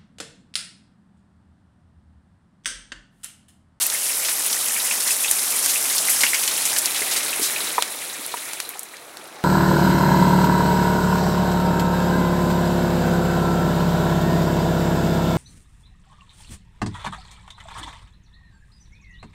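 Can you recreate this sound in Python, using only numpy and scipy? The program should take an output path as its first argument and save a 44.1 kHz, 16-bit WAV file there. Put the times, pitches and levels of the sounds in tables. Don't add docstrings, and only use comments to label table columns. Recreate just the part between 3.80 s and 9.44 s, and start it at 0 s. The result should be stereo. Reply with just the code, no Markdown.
import sys
import numpy as np
from scipy import signal
from scipy.fft import rfft, irfft
from scipy.io import wavfile
from scipy.ndimage import uniform_filter1d

SR = 44100
rng = np.random.default_rng(int(sys.argv[2]) if len(sys.argv) > 2 else 0)


def file_out(sig):
    cols = np.atleast_2d(sig).T
    lim = np.clip(cols, -1, 1)
    pcm = np.round(lim * 32767).astype(np.int16)
    wavfile.write(sys.argv[1], SR, pcm)


N = 248720
TIME, HZ = np.arange(N) / SR, np.fft.rfftfreq(N, 1 / SR)

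# [dB, treble over middle]
WATER_LEVEL = [(0., -31, 6), (2.5, -28, 5), (3.2, -29.5, 4), (3.9, -30.5, 3), (4.06, -35.5, 3),
               (4.7, -37, 3), (5.09, -45.5, 0), (5.64, -46.5, -4)]
# start_s [s], turned_away_share [0-1]
CAMERA_TURN = [(2.5, 0), (3.3, 0.44), (4.6, 0.66)]


def water():
    # frequency_hz [Hz], density_db [relative dB per Hz]
    facing_colour = [(24, -69), (40, -36.5), (249, -15), (516, -13.5), (790, -8.5), (1410, -9),
                     (1810, -10.5), (2100, -8), (2440, -9), (4680, -7), (5310, -2.5), (6650, 0.5),
                     (9940, 6.5), (14500, -3.5), (16000, -11)]
    # frequency_hz [Hz], density_db [relative dB per Hz]
    away_colour = [(24, -61), (40, -32), (118, -13), (231, -11), (312, -1.5), (751, -1), (1070, -4.5),
                   (1150, -3), (2380, 5.5), (2980, -2.5), (4030, 6.5), (4680, -5.5), (10400, 5),
                   (14800, -10), (16000, 0.5)]
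    trickle_top_hz, patter_top_hz = 1427, 5290
    low, mid = below(trickle_top_hz), below(patter_top_hz)
    spray = shower(per_s=300, spread_db=1.5, scatter_s=0.012, tick_share=0.65, wash_share=0.5)
    patter = shower(per_s=260, spread_db=4.0, scatter_s=0.012, tick_share=0.9, wash_share=0.32)
    trickle = shower(per_s=200, spread_db=0.5, scatter_s=0.012, tick_share=0.48, wash_share=0.9)
    level_db, tilt_db = follow(WATER_LEVEL), follow(WATER_LEVEL, axis=2)
    layers = [(spray, 1 - mid, 0.7 + tilt_db),
              (patter, mid - low, 0.7),
              (trickle, low, -0.7 - 1.48 * tilt_db)]
    turned, out = np.clip(follow(CAMERA_TURN), 0, 1), np.zeros((2, N))
    for drops, band_power, trim_db in layers:
        band_gain = np.sqrt(abs(band_power))
        facing = evened(coloured(drops, band_gain * gain_of(read(facing_colour, HZ))))
        away = evened(coloured(drops, band_gain * gain_of(read(away_colour, HZ))))
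        out += gain_of(level_db + trim_db) * ((1 - turned) * facing + turned * away)
    return out


def shower(per_s, spread_db, scatter_s, tick_share, wash_share, count=3):
    out, stone_phase = np.zeros((2, N)), np.log2(HZ + 1) * np.pi / 2
    for k in range(count):
        hits = impacts(per_s / count, spread_db)
        scatter_power = signal.lfilter([1], [1, -np.exp(-2 / (scatter_s * SR))], hits ** 2)
        bursts = evened(np.sqrt(scatter_power) * rng.standard_normal((2, N)))
        ticks = evened(impacts(per_s * count, spread_db) * rng.choice([-1, 1], (2, N)))
        stone_gain = np.cos(stone_phase + np.pi * k / count) ** 2
        out += coloured(bursts + tick_share * ticks, stone_gain)
    return evened(out) + wash_share * rng.standard_normal((2, N))


def impacts(per_s, spread_db):
    size = gain_of(spread_db * np.minimum(rng.exponential(1, N), 4))
    return size * (rng.random(N) < per_s / SR)


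def splats_and_scuff(size=8192):
    # start_s [s], level_db [dB], centre_hz [Hz], t60_s [s]
    noise_bursts = [(0.018, -13.5, 9000, 0.12), (0.0664, -15.5, 13500, 0.033), (0.1007, -21, 4200, .03),
                    (0.4487, -18.5, 4400, .12), (0.4852, -17.5, 3000, 0.099), (0.6634, -17, 10800, 0.025),
                    (0.7284, -16, 5800, 0.049), (0.8846, -20, 7400, 0.022), (1.2743, -18, 4620, 0.11),
                    (1.3095, -14.5, 7600, 0.12), (1.5121, -9, 9550, 0.036), (1.8395, -15.5, 7200, 0.15),
                    (1.8612, -15, 10000, .015), (1.8871, -15.5, 6460, 0.21), (2.1816, -15.5, 5830, .06),
                    (2.296, -11, 10200, 0.14), (2.4079, -13, 5200, 0.1), (2.4345, -11, 1600, 0.053),
                    (2.5443, -15.5, 6260, .065), (2.6771, -15.5, 5500, .07), (2.8537, -14.5, 8100, 0.083),
                    (2.9635, -17.5, 2900, 0.085), (2.9858, -12, 8600, 0.061), (3.058, -15, 6250, 0.055),
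                    (3.1615, -18.5, 3640, 0.12), (3.312, -15.5, 4000, 0.16), (3.3632, -14, 4940, 0.1),
                    (3.618, -13.5, 6940, 0.3), (4.4635, -23, 10500, 0.0089), (5.1688, -37, 4300, 0.027)]
    soft_t60_s, snap_db, snap_decay_s, slap = 0.076, 7.5, 0.0011, 4.3
    rise_s, rise_power, span_hz, span_power = 0.096, 1.6, 14600, 0.33
    lumps_db = 2
    out, t = np.zeros((2, N)), np.arange(size) / SR
    for s, db, centre_hz, t60 in list(noise_bursts) + strays():
        unevenness = evened(uniform_filter1d(rng.standard_normal(size), size=24))
        lumps = evened(gain_of(lumps_db * unevenness))
        swell = 1 - np.exp(-t / (rise_s * t60 ** rise_power))
        cloud = dying(t, t60) * swell * lumps
        snap = gain_of(snap_db) / (1 + t60 / soft_t60_s)
        envelope = np.hypot(cloud, snap * np.exp(-t / snap_decay_s))
        burst = envelope * rng.choice([-1, 1], (2, size))
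        burst[0, 0] += snap * slap
        add(out, s, gain_of(db) * struck(burst, centre_hz, span_hz * t60 ** span_power))
    return out


def strays(count=60):
    per_s, over_water_db, lowest_hz, highest_hz = 7, 0.5, 2460, 12200
    gap, colour, length = rng.random((count, 3)).T
    times = np.cumsum(-np.log(1 - gap)) / per_s
    levels = np.interp(times, TIME, follow(WATER_LEVEL)) + over_water_db
    centres = lowest_hz * (highest_hz / lowest_hz) ** colour
    t60s = 0.012 * (.5 + length)
    return [row for row in zip(times, levels, centres, t60s) if row[0] < TIME[-1]]


def struck(burst, centre_hz, span_hz):
    widest_octaves, lowest_hz, top_hz = 2.2, 344, 14300
    hz = np.fft.rfftfreq(burst.shape[-1], 1 / SR)
    octaves = min(span_hz / centre_hz, widest_octaves)
    hump = 1 / (1 + (np.log2((hz + 1) / centre_hz) / octaves) ** 2)
    bass_cut = hz ** 2 / (hz ** 2 + lowest_hz ** 2)
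    treble_cut = 1 + (hz / top_hz) ** 8
    colour = evened(hump * bass_cut / treble_cut + 1e-5)
    log_gain = np.log(np.r_[colour, colour[-2:0:-1]])
    causal = np.exp(np.conj(signal.hilbert(log_gain)))[:len(hz)]
    return irfft(rfft(burst) * causal)


def droplets(level_db=-8.5, lowest_hz=1700, highest_hz=4800, per_s=230, spread_db=2.5, cycles=11.0,
             count=24, size=900):
    out, t = np.zeros((2, N)), np.arange(size) / SR
    for hz in np.geomspace(lowest_hz, highest_hz, count):
        chirp = np.exp(-hz * t / cycles) * np.sin(2 * np.pi * hz * t * (1 + 10 * t))
        ring = high_passed(chirp, hz / 2)
        place = np.array([[1], [rng.standard_normal()]])
        out += place * signal.oaconvolve(impacts(per_s / count, spread_db), ring)[:N]
    return gain_of(follow(WATER_LEVEL) + level_db) * evened(out)


def bubbles_and_thumps(ring_s=0.028, rise=0.035, fizz_share=0.2, fizz_t60=0.16, echo_s=(.0042, .012),
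                       echo_gain=(.4, .25), left_db=5.0, size=5000):
    # [Hz, as the ring starts]
    rings = [(0.1487, -17, 2130), (0.433, -20, 2270), (0.964, -14.5, 2280), (1.001, -16.5, 3960),
             (1.111, -11.5, 2570), (1.3067, -16, 2590), (1.446, -12.5, 2570), (1.481, -14.5, 3630),
             (1.585, -24, 2180), (1.9585, -14.5, 2620), (2.1148, -21, 2080), (2.285, -14, 2060),
             (2.4356, -7, 2070), (2.4654, -11, 2750), (2.533, -10.5, 2050), (2.5467, -13, 2240),
             (2.679, -13, 3030), (3.217, -24, 412), (3.22, -17, 2060), (3.5297, -14, 2570),
             (3.595, -23, 358), (3.617, -24, 325), (3.7623, -16.5, 2500), (3.8056, -13, 3900),
             (4.0105, -20, 4000), (4.394, -31, 320), (4.5718, -23.5, 2870), (4.954, -29, 810),
             (5.137, -30, 1900)]
    out, t = np.zeros((2, N)), np.arange(size) / SR
    for s, db, hz in rings:
        age = t / (ring_s * np.sqrt(1000 / hz))
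        chirp = np.sin(2 * np.pi * hz * t * (1 + rise * age))
        ring = high_passed(gain_of(db - 60 * age) * chirp, hz / 2)
        band = signal.butter(2, [.75 * hz, 1.35 * hz], "bandpass", fs=SR, output="sos")
        noise = rng.standard_normal(size) + .5 * rng.standard_normal((2, size))
        fizz = evened(signal.sosfilt(band, noise))
        add(out, s, ring + fizz_share * gain_of(db) * dying(t, fizz_t60) * fizz)
        for delay, gain in zip(echo_s, echo_gain):
            for channel in out:
                add(channel, s + delay * rng.uniform(.85, 1.15), gain * ring)
    left = out[0] * gain_of(left_db / 2)
    right = np.roll(out[1], 2) * gain_of(-left_db / 2)
    return np.array([left, right])


def knocks(lowest_hz=380, lag_s=0.00013, size=4000):
    # start_s [s], level_db [dB]
    hits = [(3.9811, -13), (3.9820, -10), (3.9859, -10.5), (3.9902, -25), (4.5409, -17.5), (4.545, -27)]
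    # pitch_hz [Hz], level_db [dB], t60_s [s]
    body_modes = [(471, -18, 0.089), (745, -17, 0.032), (962, 0, 0.03), (1135, 0, 0.012),
                  (1750, -0.5, 0.0062), (2370, -13, 0.025)]
    out, t = np.zeros((2, N)), np.arange(size) / SR
    ring = sum(gain_of(db - 60 * t / t60) * np.sin(2 * np.pi * hz * t) for hz, db, t60 in body_modes)
    for s, db in hits:
        add(out[0], s, gain_of(db) * ring)
        add(out[1], s + lag_s, gain_of(db) * ring)
    return high_passed(high_passed(out, lowest_hz), lowest_hz)


def clicks(size=4096):
    # start_s [s], level_db [dB], centre_hz [Hz]
    casing_clicks = [(4.0236, -6.5, 1690), (4.7333, -18, 1990), (4.802, -13, 3580), (4.891, -18.5, 13500),
                     (4.9934, -18, 9850), (5.032, -21, 11000), (5.3708, -25.5, 2500)]
    t60_s, tail_db, tail_t60_s, span_hz = 0.0079, -17.5, 0.13, 6500
    out, t = np.zeros((2, N)), np.arange(size) / SR
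    shape = dying(t, t60_s) + gain_of(tail_db) * dying(t, tail_t60_s)
    for s, db, centre_hz in casing_clicks:
        rasp = shape * rng.choice([-1, 1], (2, size))
        add(out, s, gain_of(db) * struck(rasp, centre_hz, span_hz))
    return out


def valley():
    # frequency_hz [Hz], density_db [relative dB per Hz]
    rush_colour = [(24, -70), (40, -44), (228, -7), (339, -7), (465, -0.5), (637, 3), (769, -23),
                   (6000, -7), (7800, -72), (13200, -120)]
    # start_s [s], level_db [dB]
    rush_level = [(4.2, -45), (5.2, -61.5), (5.6, -50)]
    rush = evened(coloured(rng.standard_normal((2, N)), gain_of(read(rush_colour, HZ))))
    return gain_of(follow(rush_level)) * rush


def ports(pair):
    # frequency_hz [Hz], left_over_right_db [dB]
    level_lean = [(60, -1), (110, 0.5), (200, 0.5), (380, 0), (700, 0.5), (1290, 3), (2380, 2.5),
                  (4400, 4.5), (8120, -0.1), (15000, -0.5)]
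    # frequency_hz [Hz], left_lead_rad [radians]
    phase_lead = [(100, 0.), (200, .1), (600, .75), (1100, .8), (1500, .35), (2300, .55), (4200, .65),
                  (5200, .05), (15000, 0.)]
    # frequency_hz [Hz], facing_db [dB], turned_away_db [dB]
    unshared = [(30, -8, -7), (90, -19, -17), (300, -14, -13), (640, -9, -7), (1400, -9, -7),
                (3100, -7.5, -3), (5500, -10.5, -3), (9000, -16.5, -6.5), (15000, -18, -15)]
    a, b = rfft(pair)
    turned, out = np.clip(follow(CAMERA_TURN), 0, 1), np.zeros((2, N))
    lean = gain_of(read(level_lean, HZ) / 2) * np.exp(1j * read(phase_lead, HZ) / 2)
    for k, share in enumerate([1 - turned, turned]):
        apart = gain_of(read(np.array(unshared)[:, [0, k + 1]], HZ))
        left, right = (a + apart * b) * lean, (a - apart * b) / lean
        out += share * irfft(np.array([left, right]) / np.hypot(1, apart), N)
    return out


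def gain_of(db):
    return 10 ** (np.asarray(db) / 20)


def evened(x):
    return x / np.sqrt(np.mean(x ** 2) + 1e-20)


def dying(t, t60):
    return gain_of(-60 * t / t60)


def read(points, hz):
    f, value = np.transpose(points)
    return np.interp(np.log(hz + 1), np.log(f + 1), value)


def follow(rows, axis=1):
    rows = np.asarray(rows)
    return np.interp(TIME, rows[:, 0], rows[:, axis])


def add(mix, s, sound):
    part = mix[..., max(round(s * SR), 0):][..., :sound.shape[-1]]
    part += sound[..., :part.shape[-1]]


def coloured(x, gain):
    return irfft(rfft(x) * gain, N)


def below(hz, order=8):
    return 1 / (1 + (HZ / hz) ** order)


def high_passed(x, hz):
    return signal.sosfilt(signal.butter(2, hz, "highpass", fs=SR, output="sos"), x)


def scene():
    around = water() + droplets() + valley() + clicks() + splats_and_scuff()
    return bubbles_and_thumps() + knocks() + ports(around)


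def record(dry):
    edge_hz = 15900
    rounded = dry / (1 + abs(dry / .9) ** 6) ** (1 / 6)
    low_pass = signal.firwin(511, edge_hz, window=("kaiser", 9), fs=SR)
    return signal.oaconvolve(rounded, low_pass[None], "same")


dry = scene()
out = record(dry)
file_out(out)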